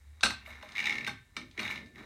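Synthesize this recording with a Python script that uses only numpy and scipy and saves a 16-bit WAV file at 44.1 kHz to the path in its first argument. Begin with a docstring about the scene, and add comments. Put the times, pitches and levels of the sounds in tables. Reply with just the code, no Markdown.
"""A tick, then a clack: a small plastic toy engine lands on a wooden track on a living-room table. It creeps,
then is pushed along twice. Its loose wheels click against their axles and rub in the grooves, the wood grain
rattles its plastic body, and its coupling ticks. Knocks against the rails ring the track, and the table top
thuds and rumbles underneath. The room rings briefly over a low, wavering hum."""
import sys
import numpy as np
from scipy import signal
from scipy.fft import rfft, irfft
from scipy.io import wavfile

SR = 44100
rng = np.random.default_rng(int(sys.argv[2]) if len(sys.argv) > 2 else 0)


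def wav_record(signal):
    """Record a signal, one row per channel, as 16-bit PCM in the file named by sys.argv[1]."""
    frames = np.transpose(np.atleast_2d(signal))
    bounded = np.clip(frames, -1, 1)
    # unit amplitude maps onto the largest positive 16-bit level
    quanta = np.round(bounded * 32767).astype(np.int16)
    wavfile.write(sys.argv[1], SR, quanta)


N = 90404
TIME = np.arange(N) / SR

# A loose wheel clicks on its axle. Each row: start in seconds, relative level in dB.
AXLE_CLICKS = [(0.4600, -35), (0.5040, -37), (0.5260, -43), (0.7530, -29.5), (0.7608, -24), (0.7690, -28),
               (0.7803, -18.5), (0.7910, -19.5), (0.8015, -19.5), (0.8045, -23.5), (0.8125, -29),
               (0.8258, -27), (0.8412, -19.5), (0.8565, -17.5), (0.8684, -18.5), (0.8712, -18),
               (0.8812, -28), (0.8950, -16), (0.9060, -18.5), (0.9248, -22), (0.9418, -25.5), (0.9545, -26),
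               (0.9680, -31.5), (0.9822, -20.5), (1.0080, -28.5), (1.0302, -38), (1.0460, -26.5),
               (1.0660, -23), (1.0920, -26), (1.3660, -24.5), (1.3870, -40.5), (1.4140, -35), (1.5768, -26),
               (1.5926, -22), (1.6510, -23.5), (1.6600, -28), (1.6778, -23.5), (1.7045, -26.5),
               (1.7100, -22.5), (1.7256, -37), (1.7576, -27.5), (1.7752, -29), (1.9578, -39)]
# Light ticks of the coupling. Each row: start in seconds, relative level in dB.
COUPLING_TICKS = [(0.2086, -27.5), (0.6890, -42), (0.7206, -34), (1.3670, -21), (1.512, -40.5),
                  (1.6300, -25.5), (1.8600, -43)]
# How hard the wheels roll. Each row: time in seconds, relative level in dB.
PUSH_LEVEL = [(0.0, -76), (0.445, -61), (0.47, -53.5), (0.53, -51.5), (0.59, -58.5), (0.73, -54),
              (0.79, -48), (0.89, -45.5), (1.02, -52.5), (1.09, -50), (1.14, -75), (1.34, -73.5),
              (1.38, -54.5), (1.48, -84), (1.56, -64), (1.60, -42.5), (1.73, -44.5), (1.79, -56.5),
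              (1.93, -74.5), (1.98, -53), (2.05, -57.5)]
# Plastic skids on wood. Each row: start in seconds, length in seconds, peak level in dB.
WHEEL_SKIDS = [(0.298, 0.019, -59), (0.441, 0.09, -67), (0.632, 0.027, -73), (1.068, 0.02, -55),
               (1.598, 0.034, -62.5), (1.64, 0.022, -64), (1.702, 0.012, -61), (1.711, 0.014, -56.5),
               (1.95, 0.015, -75)]
# The engine knocks on the track. Each row: start in seconds, relative level in dB,
# offset for the table's thud in dB, offset for the bright crack in dB.
TRACK_KNOCKS = [(0.23, -22.5, -18, 7.5), (0.2330, -11, -20, 4), (0.237, -23, 13.5, 6),
                (0.248, -22.5, -21, 10.5), (0.2580, -19, -4, -20), (0.265, -25.5, 5.5, -22),
                (0.3052, -26.5, -23, -2), (0.6258, -38.5, -15, -26), (0.6873, -47, -14, -8),
                (1.07, -33, -3, 1), (1.0744, -25.5, 9, -8), (1.0788, -29.5, 8.5, -1),
                (1.3667, -32.5, 11.5, 1), (1.5785, -52.5, 36.5, 6), (1.5940, -31.5, 10.5, -3.5),
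                (1.6, -30.5, 5, 1.5)]
# A rail shifts. Each row: start in seconds, relative level in dB, pitch as a ratio to the rail's own.
RAIL_BUMPS = [(0.4760, -43, 1.0), (0.4930, -51, 1.33), (0.6265, -46.5, 1.26), (0.631, -38.5, 0.98),
              (0.6920, -47, 1.2), (1.0750, -34, 1.27)]
# Fader moves for the table's rumble and the hum. Each row: time in seconds, relative level in dB.
RUMBLE_LEVEL = [(0.0, -86), (0.44, -71.5), (0.48, -67.5), (0.74, -65.5), (0.85, -52), (1.09, -53.5),
                (1.14, -86), (1.35, -75), (1.38, -55), (1.44, -55), (1.50, -81), (1.56, -69), (1.60, -52.5),
                (1.80, -56), (1.92, -64.5), (2.05, -50.5)]
HUM_SWELLS = [(0, -3.5), (0.5, 2), (0.65, -12), (0.9, 2), (1.2, -11.5), (2.05, -6)]

# The resonances of each object. Each row: frequency in Hz, width in Hz, relative level in dB.
SHELL_MODES = [(842, 31, -16.5), (1266, 110, -17.5), (1835, 97, -4), (2142, 174, 5.5), (2312, 329, 0),
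               (2810, 114, -5.5), (3590, 346, -12), (4034, 250, -13), (4280, 226, -20.5),
               (5140, 660, -21.5), (6410, 780, -26), (8780, 640, -32.5), (13500, 3000, -43)]
WHEEL_MODES = [(1773, 3.2, 19), (1820, 10, 17), (1898, 11.5, -8), (1860, 14, -1.5), (1990, 8.8, -7.5),
               (2140, 21, -15), (2200, 9.5, -5.5), (2218, 36, -4.5)]
COUPLING_MODES = [(1330, 500, -7), (2740, 540, -7), (3700, 190, 5), (4900, 1300, -10.5), (6430, 420, -11),
                  (8300, 430, -17.5)]
TRACK_MODES = [(446, 160, -14), (645, 40, -3.5), (885, 250, -8), (1134, 44, -1), (1251, 127, 0.5),
               (1370, 110, 2), (1551, 70, 5), (2085, 320, -2.5), (2580, 96, 3), (2812, 85, 3),
               (3620, 190, -1.5), (3980, 130, -4), (4310, 120, -2), (4390, 32, -3.5), (5230, 150, -7.5),
               (6070, 890, -15.5), (9200, 760, -22.5)]
RAIL_MODES = [(643, 31, -1), (902, 210, -18.5), (1080, 250, -10.5)]
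TABLE_MODES = [(119, 31, -6), (161, 21, -2), (206.7, 22, 0.5), (245.8, 17.7, 2.5), (295, 40, -4.5),
               (378, 67, -3.5), (468, 87, -10), (623, 43, -10.5)]

# Tone curves of the noises and the reflections. Each row: frequency in Hz, relative level in dB.
RUB_EQ = [(400, -12.5), (800, 7), (2000, 12), (2750, -13), (3100, -17), (3500, -15), (3800, 10), (4300, -7),
          (5000, -9.5), (9000, -18), (12000, -18.5), (16000, -25)]
SKID_EQ = [(1500, -7), (4000, -28), (7000, 5), (10500, 3), (14500, 7), (16000, -34)]
CRACK_EQ = [(500, -11.5), (1200, -11), (3000, 0), (6500, -8), (9000, -8), (12000, -24.5), (16000, -46.5)]
REVERB_EQ = [(80, 7.5), (300, 0.5), (800, 2), (2000, -5), (4500, 1.5), (9000, -1), (16000, -4)]
ROOM_TONE_EQ = [(20, -38), (33, -28), (45, 7), (60, 1), (100, 5), (150, -12.5), (250, -21.5), (400, -20),
                (1000, -27), (2100, -38.5), (2800, -29), (3800, -24.5), (5000, -28), (7000, -26.5),
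                (9000, -28), (10500, -31), (16000, -36.5)]
# The room's decay. Each row: frequency in Hz, time to fall 60 dB in seconds.
REVERB_T60 = [(80, 0.55), (260, 0.27), (700, 0.19), (1900, 0.37), (4800, 0.26), (9000, 0.2), (16000, 0.199)]

# Tiny rebounds after a contact: time constant in seconds, energy against the contact in dB.
KNOCK_SCUFF, CLICK_SCUFF = (0.00093, 9.5), (0.0014, 2.5)
# Mix trims, added to the levels in the tables.
CLICK_DB, TICK_DB, ROLL_DB, RUB_DB = 14, 8, -2, -3
TRACK_DB, CRACK_DB, BUMP_DB = 17, 4.5, 17.5
THUD_DB, RUMBLE_DB, HUM_DB = -2, -1, -56


def engine(grain):
    """Clicks and wood grain ring the plastic body; the wheels rub in the grooves and the coupling ticks."""
    shell = body(SHELL_MODES)
    click_starts, click_db = np.transpose(AXLE_CLICKS)
    clicks = strikes(click_starts, click_db + CLICK_DB, shell, *CLICK_SCUFF)
    push = fader(PUSH_LEVEL)
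    roll = from_db(ROLL_DB) * through(push * grain, shell)
    rub = from_db(RUB_DB) * push * coloured(slips(per_s=1400), RUB_EQ)
    tick_starts, tick_db = np.transpose(COUPLING_TICKS)
    ticks = strikes(tick_starts, tick_db + TICK_DB, body(COUPLING_MODES), *CLICK_SCUFF)
    return clicks + roll + rub + ticks


def wood_grain(bumps_per_s=600, spread_db=2.5):
    """Force under the rolling wheels: small random bumps of the grain, rms 1."""
    sizes = from_db(spread_db * np.minimum(rng.exponential(1, N), 3))
    signs = rng.choice([-1, 1], N)
    return rms_one(sizes * signs * (rng.random(N) < bumps_per_s / SR))


def skids():
    """Plastic skids on the wood: brief swells of dense slips make a fine, bright hiss."""
    swells = sum(from_db(db) * np.sin(np.pi * np.clip((TIME - start) / length, 0, 1))
                 for start, length, db in WHEEL_SKIDS)
    return swells * coloured(slips(per_s=2500), SKID_EQ)


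def slips(per_s):
    """Friction texture: tiny random slips of every size."""
    return rng.standard_normal(N) * (rng.random(N) < per_s / SR)


def wheel_ring(toy, gain_db=-19.5):
    """The wheels ring on in sympathy with the rest of the toy."""
    return from_db(gain_db) * through(toy, body(WHEEL_MODES))


def track(crack_rise_s=0.0021, crack_decay_s=0.009):
    """A hard edge on wood: each knock cracks brightly and rings the track; a loose rail bumps hollowly."""
    starts, db, _, crack_db = np.transpose(TRACK_KNOCKS)
    t = TIME[:SR // 20]
    envelope = (1 - np.exp(-t / crack_rise_s)) * np.exp(-t / crack_decay_s)
    crack = envelope * coloured(rng.standard_normal(len(t)), CRACK_EQ)
    wood = strikes(starts, db + TRACK_DB, body(TRACK_MODES), *KNOCK_SCUFF)
    cracks = strikes(starts, db + crack_db + CRACK_DB, crack, *KNOCK_SCUFF)
    bumps = np.zeros(N)
    for start, bump_db, pitch in RAIL_BUMPS:
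        rail = body(np.array(RAIL_MODES) * [pitch, 1, 1])
        bumps += strikes([start], [bump_db + BUMP_DB], rail, *KNOCK_SCUFF)
    return wood + cracks + bumps


def table(grain):
    """The low end: the table top thuds under the knocks and rumbles under the wheels."""
    starts, db, thud_db, _ = np.transpose(TRACK_KNOCKS)
    top = body(TABLE_MODES)
    thuds = strikes(starts, db + thud_db + THUD_DB, top, *KNOCK_SCUFF)
    rumble = from_db(RUMBLE_DB) * fader(RUMBLE_LEVEL) * through(grain, top)
    return thuds + rumble


def room_response(onset_s=0.0036):
    """Dense reflections build up quickly and die away at their own rate in each band."""
    t, edges = TIME[:SR // 2], np.geomspace(50, 18000, 15)
    build_up = 1 - np.exp(-(t / onset_s) ** 2)
    tail = 0
    for low, high in zip(edges, edges[1:]):
        hz = np.sqrt(low * high)
        bandpass = signal.butter(2, [low, high], "band", fs=SR, output="sos")
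        band = signal.sosfilt(bandpass, rng.standard_normal(len(t)))
        decay = from_db(-60 * t / at_hz(REVERB_T60, hz))
        gain = np.sqrt(2 * (high - low) / SR) * from_db(at_hz(REVERB_EQ, hz))
        tail = tail + gain * energy_one(band * build_up * decay)
    return tail


def background(room_tone_db=-65, hum_hz=72.4, hum_width_hz=7.7):
    """The bed: faint room tone and a narrow band of noise heard as a low, wavering hum."""
    hum = resonate(rng.standard_normal(N + SR), hum_hz, hum_width_hz)
    hum = resonate(hum, hum_hz, hum_width_hz)[SR:]  # one second of pre-roll lets it build
    room_tone = from_db(room_tone_db) * coloured(rng.standard_normal(N), ROOM_TONE_EQ)
    return room_tone + from_db(HUM_DB) * fader(HUM_SWELLS) * rms_one(hum)


def strikes(starts, levels_db, response, scuff_s, scuff_db):
    """A run of hits on one object: each a sharp contact and a short scuff of tiny rebounds."""
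    out, t = np.zeros(N + SR), TIME[:SR // 20]
    for start, db in zip(starts, levels_db):
        rebounds = rng.standard_normal(len(t)) * t * np.exp(-t / scuff_s)
        force = from_db(scuff_db) * energy_one(rebounds)
        force[0] += 1  # the contact itself
        hit = energy_one(signal.fftconvolve(force, response))
        first = int(start * SR)
        out[first:first + len(hit)] += from_db(db) * hit
    return out[:N]


def body(modes):
    """An object's impulse response: parallel resonances of alternating polarity, energy 1."""
    tap = signal.unit_impulse(SR // 2)
    return energy_one(sum((-1) ** k * from_db(db) * resonate(tap, hz, width)
                          for k, (hz, width, db) in enumerate(modes)))


def resonate(x, hz, width_hz):
    """One resonance, unity gain at its peak."""
    radius = np.exp(-np.pi * width_hz / SR)
    feedforward = np.array([1, 0, -1]) * (1 - radius ** 2) / 2
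    feedback = [1, -2 * radius * np.cos(2 * np.pi * hz / SR), radius ** 2]
    return signal.lfilter(feedforward, feedback, x + 1e-18)


def through(x, response):
    """Play x through an impulse response."""
    return signal.fftconvolve(x, response)[:N]


def coloured(noise, eq):
    """Shape a noise with a tone curve; rms 1."""
    gains = from_db(at_hz(eq, np.fft.rfftfreq(len(noise), 1 / SR)))
    return rms_one(irfft(rfft(noise) * gains, len(noise)))


def fader(points):
    """Gain over time from points in seconds and dB."""
    return from_db(np.interp(TIME, *np.transpose(points)))


def at_hz(points, hz):
    """Read a curve on a log-frequency axis."""
    frequencies, values = np.transpose(points)
    return np.interp(np.log(np.maximum(hz, 1)), np.log(frequencies), values)


def from_db(db):
    """Decibels to gain."""
    return 10 ** (np.asarray(db) / 20)


def rms_one(x):
    """Scale to rms 1."""
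    return x / np.sqrt(np.mean(x ** 2) + 1e-20)


def energy_one(x):
    """Scale to energy 1."""
    return x / np.sqrt(np.sum(x ** 2) + 1e-20)


def scene(toy_send_db=-3.5, track_send_db=-3.5, table_send_db=-1.5):
    """The mono mix: engine, track and table, each with a send to the room, over the background."""
    grain = wood_grain()
    toy = engine(grain) + skids()
    rails, top = track(), table(grain)
    send = from_db(toy_send_db) * toy + from_db(track_send_db) * rails + from_db(table_send_db) * top
    reverb = through(send, room_response())
    return (toy + wheel_ring(toy) + rails + top + reverb + background())[None]


def record(dry, cutoff_hz=15900):
    """A steep low-pass takes off the very top."""
    return signal.sosfilt(signal.ellip(10, .1, 70, cutoff_hz, fs=SR, output="sos"), dry)


dry = scene()
out = record(dry)
wav_record(out)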